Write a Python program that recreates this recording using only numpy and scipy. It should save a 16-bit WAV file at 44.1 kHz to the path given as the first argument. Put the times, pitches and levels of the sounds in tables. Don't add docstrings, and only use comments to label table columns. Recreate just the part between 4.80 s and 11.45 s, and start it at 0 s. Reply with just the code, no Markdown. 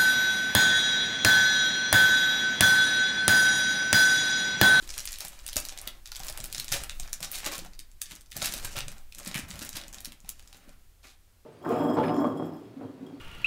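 import sys
import numpy as np
from scipy import signal
from scipy.fft import rfft, irfft, next_fast_len
from scipy.io import wavfile
from scipy.ndimage import uniform_filter1d, map_coordinates

SR = 44100
rng = np.random.default_rng(int(sys.argv[2]) if len(sys.argv) > 2 else 0)


def store_wav(level_fs):
    pcm = np.round(np.clip(np.atleast_2d(level_fs), -1, 1) * 32767)
    wavfile.write(sys.argv[1], SR, pcm.T.astype(np.int16))


def ratio_of_db(decibels):
    return 10 ** (np.asarray(decibels, float) / 20)


N = 293265
LOAD_S = 0.006


def unit(x):
    return x / np.sqrt(np.mean(x ** 2) + 1e-20)


def along(points, hz):
    f, v = np.transpose(points)
    return np.interp(np.log(hz + 1), np.log(f + 1), v)


def wobble(rate):
    knots = rng.standard_normal(int(N * rate / SR) + 4)
    return map_coordinates(knots, [np.arange(N) * rate / SR])


def coloured(x, spectrum):
    m = 2 * next_fast_len(N // 2 + 4096)
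    gain = ratio_of_db(along(spectrum, np.fft.rfftfreq(m, 1 / SR)))
    cepstrum = irfft(np.log(gain + 1e-6), m)
    cepstrum[1:m // 2] *= 2
    cepstrum[m // 2 + 1:] = 0
    return unit(irfft(rfft(x, m) * np.exp(rfft(cepstrum)), m)[:N])


def resonance(f, hz, q):
    return 1j * f * hz / q / (hz * hz - f * f + 1j * f * hz / q)


def scattered(start_s, rows):
    at = np.round(start_s * SR).astype(int)[:, None] + np.arange(rows.shape[1])
    return np.bincount(np.clip(at, 0, N).ravel(), rows.ravel(), N + 1)[:N]


# (start [s], length [s], crackle [dB], rub of the pack [dB], weight on the table [dB])
HAND_MOVES = [(0.0, 0.085, -49, -58, -37.5), (0.1, 0.37, -42.5, -61, -46.5), (0.496, 0.23, -49, -59.5, -70),
              (0.78, 0.12, -43.5, -58, -62), (0.923, 0.21, -56, -57.5, -44.5), (1.29, 0.029, -55, -57, -66),
              (1.4, 0.25, -50, -53.5, -60), (1.668, 0.16, -49.5, -56, -61),
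              (1.916, 0.098, -39.5, -50.5, -37), (2.123, 0.22, -57, -60, -52),
              (2.398, 0.44, -47.5, -57, -43.5), (3.233, 0.14, -47.5, -69.5, -58),
              (3.569, 0.2, -37.5, -48, -49), (3.837, 0.13, -41.5, -53.5, -42),
              (4.04, 0.087, -54, -55.5, -71), (4.377, 0.25, -47.5, -55, -50), (4.7, 0.29, -47.5, -55, -66),
              (5.013, 0.28, -58, -59.5, -48), (5.46, 0.34, -60, -67, -53.5), (5.764, 0.16, -70, -63, -70)]


def gripped(column, attack_db_per_s, release_db_per_s):
    t = np.arange(0, N, 64) / SR
    moves = np.array(HAND_MOVES)[:, :, None]
    start, length = moves[:, 0], moves[:, 1]
    early = np.maximum(start - t, 0)
    late = np.maximum(t - start - length, 0)
    power = ratio_of_db(moves[:, column] - attack_db_per_s * early - release_db_per_s * late) ** 2
    still = ratio_of_db(-90) ** 2
    return np.interp(np.arange(N) / SR, t, 10 * np.log10(power.sum(0) + still))


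def rub_level():
    return gripped(column=3, attack_db_per_s=500, release_db_per_s=150)


# (frequency [Hz], level per Hz [dB])
TABLE_RUMBLE = [(5, -2.5), (13, 11.5), (21, 5.5), (32, -2), (55, -8.5), (90, -23), (140, -41.5)]
# (frequency [Hz], level per Hz [dB])
BUILDING_HUM = [(10, -37.5), (30, 4.5), (85, -4), (120, -15.5), (200, -36.5)]
# (frequency [Hz], level per Hz [dB])
MIC_HISS = [(80, -12.5), (130, 3), (250, -5.5), (900, -11.5), (3000, -14.5), (14500, -17.5), (16000, -30)]


def background():
    weight_db = gripped(column=4, attack_db_per_s=17, release_db_per_s=17)
    table = ratio_of_db(weight_db - 2.5 + 2.2 * wobble(4.93)) * coloured(rng.standard_normal(N), TABLE_RUMBLE)
    building = ratio_of_db(-61 + 0.46 * wobble(3.1)) * coloured(rng.standard_normal(N), BUILDING_HUM)
    hiss = ratio_of_db(-69) * coloured(rng.standard_normal(N), MIC_HISS)
    return table + building + hiss


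# (delay [s], level [dB])
NEAR_ECHOES = [(.0022, -4), (.0035, -8), (.009, -7.5), (.01, -11), (0.016, -30), (.0182, -32.5),
               (0.025, -33)]


def crack(t, run_s, dull):
    loading = t / LOAD_S
    shape = ratio_of_db(-19) * loading ** 2 * (loading < 1)
    for late_s, echo_db in [(0.0015, 0.015)] + NEAR_ECHOES:
        u = (t - LOAD_S - late_s) / run_s
        burst = np.exp(-np.abs(u))
        spike = 2.5 * np.exp(-np.abs(u) / 0.14)
        shape = shape + ratio_of_db(dull * echo_db) * (u > 0) * (burst + spike)
    return shape


def grains(count, spread_db, clump_db, clump_rate):
    u = rng.random((count, 3))
    size_db = np.minimum(-spread_db * np.log(1 - u[:, 1]), 11)
    size = ratio_of_db(size_db) * np.sign(u[:, 2] - .5)
    return np.bincount((u[:, 0] * N).astype(int), size, N) * ratio_of_db(clump_db * wobble(clump_rate))


# (frequency [Hz], level per Hz [dB])
FILM_COLOUR = [(880, -21.5), (1700, -0.5), (4000, -0.5), (7000, 3), (12500, -5), (15700, -13)]
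# (frequency [Hz], level per Hz [dB])
PACK_COLOUR = [(200, -7.5), (330, -3), (450, -6.5), (600, 0.5), (780, -1.5), (1000, -2), (1400, -0.5),
               (2400, -3), (4000, -7.5), (9000, -15.5)]
# (frequency [Hz], level per Hz [dB])
SHUFFLE_COLOUR = [(41, -27), (70, 0.5), (141, -4.5), (216, -3), (372, -11.5), (500, -19), (650, -36),
                  (1100, -120)]


def handling():
    film_db = gripped(column=2, attack_db_per_s=500, release_db_per_s=280)
    pack_db = rub_level()
    f = np.fft.rfftfreq(N, 1 / SR)
    shape = crack(np.arange(1500) / SR, run_s=0.00095, dull=0.54)
    clumps = ratio_of_db(2.6 * wobble(45))
    crackle = 0.09 * rng.standard_normal(N)
    for panel_hz in (2600, 4300, 6500, 9500, 13000):
        ticks = np.abs(grains(count=800, spread_db=12.5, clump_db=-1.5, clump_rate=37))
        strength = signal.fftconvolve(ticks, shape)[:N]
        cracks = clumps * strength * rng.standard_normal(N)
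        crackle += 0.67 * unit(irfft(rfft(cracks) * resonance(f, panel_hz, 0.66), N))
    rub = coloured(clumps * ratio_of_db(3.5 * wobble(70)) * rng.standard_normal(N), PACK_COLOUR)
    shuffle = coloured(clumps ** .5 * rng.standard_normal(N), SHUFFLE_COLOUR)
    lifted_db = -9 * (np.arange(N) / SR < 1.6)
    rustle = ratio_of_db(film_db - 7.5) * coloured(crackle, FILM_COLOUR) + ratio_of_db(pack_db - 1.5) * rub
    return rustle, ratio_of_db(pack_db - 3.5 + lifted_db) * shuffle


# (time [s], peak level [dB], pitch [Hz])
FINGER_THUDS = [(0.024, -48, 318), (0.446, -50.5, 170), (0.761, -39.5, 60.6), (0.759, -40, 265),
                (1.071, -49.5, 258), (1.4, -49.5, 159), (4.591, -38.5, 230), (1.781, -47.5, 126),
                (1.917, -37.5, 118), (2.412, -46.5, 164), (2.665, -38.5, 306), (2.726, -45, 428),
                (2.782, -45.5, 157), (2.854, -50, 165), (3.315, -52.5, 153), (3.56, -46.5, 155),
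                (3.623, -42.5, 149), (3.844, -42, 102.6), (3.97, -38.5, 116), (4.066, -46.5, 122),
                (4.47, -37, 207), (4.555, -32, 166), (4.7, -41, 166), (4.754, -46, 168),
                (4.817, -40.5, 260), (4.946, -46, 122), (5.08, -53.5, 196), (5.274, -47, 239),
                (4.789, -52, 169), (5.877, -50, 238), (0.188, -53, 130), (1.498, -52, 128), (1.6, -50, 129),
                (2.198, -51, 141), (2.99, -57.5, 280), (3.332, -50.5, 297), (4.969, -46, 274),
                (5.441, -54, 176), (6.25, -60, 262), (2.82, -48, 298), (1.985, -42.5, 55),
                (4.73, -42.5, 65), (4.63, -43, 75)]


def thuds():
    s, db, hz = np.transpose(FINGER_THUDS)[:, :, None]
    turns = np.arange(2048) / SR * hz
    lump = turns * np.exp(-1.8 * turns) * np.sin(2 * np.pi * turns)
    return scattered(s[:, 0], ratio_of_db(db + 16.0) * lump)


# (time [s], peak level [dB], panel [Hz], sheen of the treble [dB])
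CREASE_SNAPS = [(0.0244, -31, 3740, -8), (0.044, -47, 7200, 0), (0.074, -29, 4100, 3),
                (0.09, -18.5, 5270, -16), (0.102, -18.5, 5500, -10), (0.138, -25, 3800, -5.0),
                (0.1636, -34, 5500, -2.0), (0.1781, -12, 7160, -3), (0.1851, -20, 5700, -7.0),
                (0.1926, -20, 5200, -5.0), (0.2024, -23, 4100, 5), (0.253, -18, 8730, 3.5),
                (0.2734, -13, 5340, -23), (0.2871, -28, 5500, 5), (0.307, -27, 5700, 1),
                (0.319, -24.5, 7100, 5), (0.328, -18, 5460, -4), (0.3388, -24, 3220, 2),
                (0.3568, -26.5, 3700, -4), (0.384, -24.5, 3800, 6), (0.4037, -18, 4300, 4),
                (0.448, -22.5, 5500, 9), (0.4811, -24, 8000, 2), (0.5295, -42, 7100, -9),
                (0.5892, -31, 4200, -10.0), (0.6631, -15, 9100, -8), (0.6772, -23, 3800, 10.5),
                (0.6873, -18, 5360, -7), (0.729, -19.5, 3570, 5), (0.7574, -21, 4100, 9),
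                (0.7655, -8.5, 5350, 6), (0.779, -14, 5700, -2), (0.8, -30.5, 8600, 15),
                (0.85, -20.5, 4700, 6), (0.8852, -20.5, 5760, -2), (0.8918, -18.5, 5900, -15),
                (0.922, -24.5, 3120, -5.0), (0.9741, -21.5, 3740, 1), (0.9861, -18, 7000, -16),
                (1.0136, -33.5, 7500, 10.5), (1.0537, -33, 4050, -26), (1.0738, -14.5, 3820, -13),
                (1.15, -45, 4230, -13),
                (1.2561, -22.5, 4000, -5), (1.2727, -29.5, 4630, 5), (1.317, -19, 4250, -3),
                 (1.3483, -25, 5600, -9), (1.356, -21, 4640, -3), (1.363, -19.5, 7200, -3),
                 (1.3937, -29, 8800, 6), (1.4, -24, 5530, -12), (1.4323, -25, 4300, 5),
                 (1.446, -23.5, 9000, -2), (1.4665, -26.5, 7300, 7), (1.4818, -19.5, 4270, 4),
                 (1.487, -21, 4300, -6.0), (1.497, -22.5, 4380, 9), (1.524, -31.5, 4700, 9),
                 (1.5735, -21, 8200, 2), (1.6008, -17.5, 7400, -6), (1.6395, -19, 4460, 8.5),
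                 (1.6551, -27, 3600, 12.5), (1.6984, -35, 3860, 0), (1.7253, -19.5, 4050, 7.5),
                 (1.746, -14.5, 4400, -7), (1.779, -14.5, 5860, -8), (1.7969, -14, 4100, 5.5),
                 (1.843, -29, 4200, 14.5), (1.8803, -18, 7440, -12), (1.8886, -24.0, 7300, -5),
                 (1.9171, -18, 4600, 10), (1.922, -9.0, 5800, 1), (2.0028, -29.0, 3700, 1),
                 (2.0348, -14.5, 9000, -5.5), (2.0943, -15, 2560, -6), (2.108, -27, 6900, -11),
                (2.1969, -16.5, 7550, -2.5), (2.231, -30, 4300, -1.0), (2.275, -29, 5450, -16),
                   (2.2938, -37, 2780, 2.0), (2.329, -13, 5800, 3.5), (2.3358, -26, 6500, 0),
                   (2.4032, -28, 6100, 7), (2.4268, -30, 5300, 13), (2.4449, -15, 6150, -15),
                   (2.514, -24, 8950, 6), (2.532, -29, 8200, 2), (2.5491, -33, 6900, -7),
                   (2.5542, -20.5, 3630, 6), (2.5842, -21.5, 3880, 5), (2.6437, -22.0, 4430, 2),
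                   (2.65, -16, 6850, -5), (2.6613, -12, 5760, 2.5), (2.7522, -29, 4330, 9),
                   (2.779, -20.5, 7100, 1), (2.7892, -21, 4200, 1), (2.8465, -37, 5600, 9),
                   (2.86, -32, 5600, -4), (2.9326, -35, 4530, -10), (2.949, -42, 4860, -11),
                   (2.9904, -25.5, 4770, 2), (2.9982, -23.5, 9400, -20), (3.114, -38, 8600, -9),
                   (3.215, -12.5, 7900, 1.5), (3.2213, -25, 7460, 4), (3.232, -33, 7700, -9),
                   (3.256, -26.5, 5530, -7), (3.3092, -31, 3800, 7), (3.3173, -26, 3440, 3),
                   (3.3514, -29, 6700, 1), (3.3593, -30, 5700, -4), (3.4078, -30.5, 8300, -4),
                   (3.4588, -40, 5200, -7.0),
                (3.5024, -40, 5900, -3), (3.512, -40, 4700, 12), (3.517, -21.5, 2180, -4),
                 (3.527, -29, 3400, 1), (3.5653, -21.5, 7200, 11), (3.6172, -15, 3950, -10),
                 (3.6241, -12.5, 6360, -6), (3.6451, -13.5, 3900, 2), (3.6563, -12, 7170, 1.5),
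                 (3.7215, -19.5, 5500, 4), (3.7367, -18.5, 3800, 12.5), (3.777, -23.5, 4240, 6),
                 (3.7967, -28, 3000, 6), (3.8266, -32, 2500, -12.0), (3.8466, -17, 8400, 2),
                 (3.889, -34, 3440, -12), (3.9654, -20.5, 2800, 6), (3.9786, -20, 3600, 0),
                 (3.986, -21.5, 7500, 6.5), (4.0043, -14, 2400, -16), (4.0806, -19, 7600, -10),
                 (4.1157, -31.5, 5170, 5), (4.18, -32.5, 7500, -14), (4.322, -27.5, 2660, -2),
                 (4.347, -26, 7260, 0.5), (4.3826, -24, 7000, 0), (4.388, -30, 6600, 6),
                 (4.398, -31, 7100, 5), (4.4472, -32, 6860, 7), (4.474, -22.5, 7600, 6),
                 (4.512, -24.5, 3500, -12), (4.5427, -17.5, 2600, 4.0), (4.551, -17.5, 2500, -4),
                 (4.5567, -23.5, 2600, 6), (4.5708, -23, 2400, 10), (4.5774, -23, 5500, 4),
                 (4.5882, -25.5, 6500, 7), (4.594, -23, 7000, -2),
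                (4.686, -37, 2330, 16), (4.7033, -22, 7200, -4), (4.71, -21.5, 2220, -14),
                  (4.7384, -38, 5400, 4.0), (4.755, -28.5, 2780, 6), (4.7903, -25.5, 4030, 5),
                  (4.8244, -24, 3870, 6), (4.8317, -31, 6000, 1.0), (4.8479, -28, 9050, 8.5),
                  (4.89, -22, 5100, 6), (4.9283, -21.5, 7100, -18), (4.9537, -30, 7800, 4),
                  (4.9669, -21, 3680, 9), (4.983, -28, 6130, -8.0), (5.0124, -28, 3940, -6),
                  (5.0353, -27, 3570, -18), (5.08, -28.5, 7470, 0), (5.127, -30.5, 6200, 4),
                  (5.1347, -28, 6040, -7), (5.143, -25.5, 6600, -1), (5.182, -25, 4000, -13),
                  (5.2032, -32, 4000, 13.5), (5.246, -20.5, 5200, 4), (5.254, -23.5, 3460, 8.5),
                  (5.2806, -35, 3520, -5.0), (5.3196, -28.5, 3400, 3), (5.4018, -37.5, 6900, -5.0),
                  (5.445, -36, 2600, -16), (5.4575, -40, 2300, -16), (5.4766, -56, 3060, -12),
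                  (5.49, -19, 6700, 8), (5.5937, -32.5, 2400, 3), (5.624, -37.5, 6700, -5),
                  (5.6736, -33.5, 6260, -3), (5.727, -30, 3580, -3), (5.7437, -36, 3700, -9.0),
                  (5.768, -38.5, 7100, 1), (5.8828, -52, 3700, 10), (5.8911, -41.5, 5200, 4)]
TAUT_TICKS = [
    (0.443, -38, 13000, 6),
    (2.5145, -21, 13500, 7.5),
    (2.523, -34, 12900, 6),
    (2.7215, -25, 13500, 1),
    (2.765, -36, 12000, 5),
    (1.0727, -18.5, 11300, 4),
]


def snaps():
    creases = CREASE_SNAPS + TAUT_TICKS
    s, db, hz, sheen_db = np.transpose(creases)[:, :, None]
    chance = rng.standard_normal((len(s), 2))
    bright_db = -16.5 + 2 * chance[:, :1]
    dull_db = rub_level()[(s * SR).astype(int)] - db + 11.5 + 4 * chance[:, 1:]
    t = np.arange(2048) / SR
    f = np.fft.rfftfreq(2048, 1 / SR)
    run_s = 0.0012 * np.exp(0.2 * rng.standard_normal((len(s), 1)))
    shapes = [crack(t, run_s, 1.0), crack(t, 2.5 * run_s, 2.6), crack(t, 1.8 * run_s, 0.27)]
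    cracks = rng.standard_normal((3, len(s), 2048)) * shapes
    cracks /= np.linalg.norm(cracks, axis=2, keepdims=True)
    thin = f * f / (f * f + 1800 ** 2)
    panel = thin * (resonance(f, hz, 2.4) + ratio_of_db(-5.5) * resonance(f, 2980, 0.33) ** 2)
    bright = ratio_of_db(bright_db + 7.0) * resonance(f, 9600, 1.0) ** 2
    treble = 1 / (1 + (8500 / (f + 1)) ** 6)
    sheen = 1 + (ratio_of_db(1.02 * sheen_db - 2.0) - 1) * treble
    dull = ratio_of_db(dull_db + 11.5) * ratio_of_db(along(PACK_COLOUR, f))
    heard = irfft(np.sum(rfft(cracks) * [panel * sheen, bright * sheen, dull], 0))
    return scattered(s[:, 0] - LOAD_S, ratio_of_db(db + 13.0) * heard)


# (time [s], length [s], level [dB], centre [Hz], body of the pack [dB])
SEAM_RIPS = [(0.167, 0.057, -49, 6500, 4), (0.402, 0.075, -45, 6200, 8), (0.761, 0.04, -36, 5760, 4.5),
             (1.438, 0.064, -51, 5070, 2), (1.743, 0.15, -47.5, 5600, -12), (1.916, 0.075, -30, 6250, -2.5),
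             (2.423, 0.045, -35.5, 5540, -6.5), (2.526, 0.1, -38.5, 8850, -12),
             (2.626, 0.063, -43, 2930, 5), (2.658, 0.038, -32, 4550, 5.5), (2.712, 0.067, -37.5, 5250, 0),
             (3.308, 0.036, -47.5, 4230, 8), (3.614, 0.027, -32.5, 5000, 1),
             (3.637, 0.069, -32.5, 6400, -9.5), (3.844, 0.02, -35.5, 5100, 3.5),
             (3.955, 0.064, -37, 3500, 1), (4.455, 0.057, -41, 5000, -2), (4.54, 0.086, -42.5, 2470, 2),
             (4.543, 0.046, -36, 2110, -19), (4.81, 0.035, -40.5, 4040, 1), (4.95, 0.054, -41, 4420, -3),
             (6.23, 0.13, -56, 4700, -3), (6.238, 0.032, -54.5, 2010, -6)]


def rips():
    s, length, db, hz, body_db = np.transpose(SEAM_RIPS)[:, :, None]
    spiky_db = 3 + 0.15 * np.clip(-30.5 - db, 0, 14) * (s < 6)
    u = np.arange(8192) / SR / length
    f = np.fft.rfftfreq(8192, 1 / SR)
    lumps = uniform_filter1d(rng.standard_normal((2,) + u.shape), size=50, axis=2) * np.sqrt(50)
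    uneven = ratio_of_db(1.3 * spiky_db * np.minimum(lumps + lumps[0], 4) / 2)
    seam, body = rfft(uneven * rng.standard_normal(lumps.shape))
    soft = 1 / (1 + (f / 11000) ** 2)
    seam = seam * resonance(f, hz, 0.29 * (6000 / hz) ** 1.7) ** 2 * soft
    volley = irfft(seam + body * ratio_of_db(body_db + along(PACK_COLOUR, f)))
    volley /= np.std(volley, axis=1, keepdims=True)
    swell = np.sin(np.pi * np.clip(u, 0, 1) ** 0.5)
    return scattered(s[:, 0], ratio_of_db(db) * swell * volley)


# (time [s], peak level [dB], pitch [Hz])
STACK_KNOCKS = [(0.449, -42, 816), (0.765, -28.5, 614), (0.923, -47, 615), (0.974, -48, 730),
                (1.074, -43, 610), (1.317, -48, 850), (1.401, -38, 786), (1.498, -44, 620),
                (1.59, -42.5, 630), (1.921, -47, 740), (1.961, -37, 570), (2.197, -45, 736),
                (2.402, -50, 620), (2.547, -52, 760), (2.665, -36, 660), (2.789, -39, 537),
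                (2.859, -44, 723), (3.567, -44, 590), (3.623, -35, 625), (3.741, -42, 560),
                (3.832, -47, 583), (3.952, -41, 576), (4.082, -45.5, 575), (4.413, -47, 577),
                (4.473, -44, 610), (4.79, -52, 576), (5.447, -52, 783), (5.727, -53.5, 783),
                (5.889, -52, 584)]
# (time [s], peak level [dB], pitch [Hz])
EDGE_CLICKS = [
    (1.318, -42, 1405),
    (1.498, -47, 1790),
]


def knocks():
    s, db, hz = np.transpose(STACK_KNOCKS + EDGE_CLICKS)[:, :, None]
    t = np.arange(4096) / SR
    ring = np.sin(2 * np.pi * hz * t) + 0.38 * np.sin(2 * np.pi * 1.2 * hz * t)
    t60_s, rise_s = 0.047, 0.00091
    return scattered(s[:, 0], ratio_of_db(db + 1.5 - 60 * t / t60_s) * (1 - np.exp(-t / rise_s)) * ring)


# (frequency [Hz], time to fall 60 dB [s])
ROOM_DECAY = [(300, 0.37), (2000, 0.29), (6000, 0.15), (14000, 0.1)]


def room(x, tail_db):
    out, hop = x.copy(), SR // 8
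    first_wall = round(.0075 * SR)
    for a in range(0, N, hop):
        hz, t, z = signal.stft(rng.standard_normal(SR // 3), SR, nperseg=128)
        decay = ratio_of_db(-60 * t / along(ROOM_DECAY, hz)[:, None])
        tail = signal.istft(z * decay, SR, nperseg=128)[1]
        tail = np.pad(tail / np.linalg.norm(tail), (first_wall, 0))
        wet = signal.fftconvolve(x[a:a + hop], tail)[:N - a]
        out[a:a + len(wet)] += ratio_of_db(tail_db) * wet
    return out


# (frequency [Hz], Q [-], gain [-])
DESK_MODES = [(319, 26, 0.2), (569, 27, 0.56), (783, 45, 1), (1340, 40, 0.21), (1726, 110, 0.45),
              (2014, 140, 0.16), (2428, 32, 0.43), (3836, 52, 0.4)]


def desk(x):
    f = np.fft.rfftfreq(N, 1 / SR)
    modes = sum(gain * resonance(f, hz, q) for hz, q, gain in DESK_MODES)
    return irfft(rfft(x) * (1 + modes), N)


def scene():
    rustle, shuffle = handling()
    near = snaps() + rustle + rips() + ratio_of_db(1.5) * thuds()
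    return (desk(room(near, tail_db=-7.5)) + knocks() + shuffle + background())[None]


def low_pass(x):
    return signal.sosfilt(signal.butter(12, 16960, fs=SR, output="sos"), x)


def record(dry):
    f = np.fft.rfftfreq(N, 1 / SR)
    rolloff = ratio_of_db(-38 * np.clip((f - 15680) / 330, 0, 1))
    return low_pass(irfft(rfft(dry) * rolloff * (f > 5), N))


dry = scene()
out = record(dry)
store_wav(out)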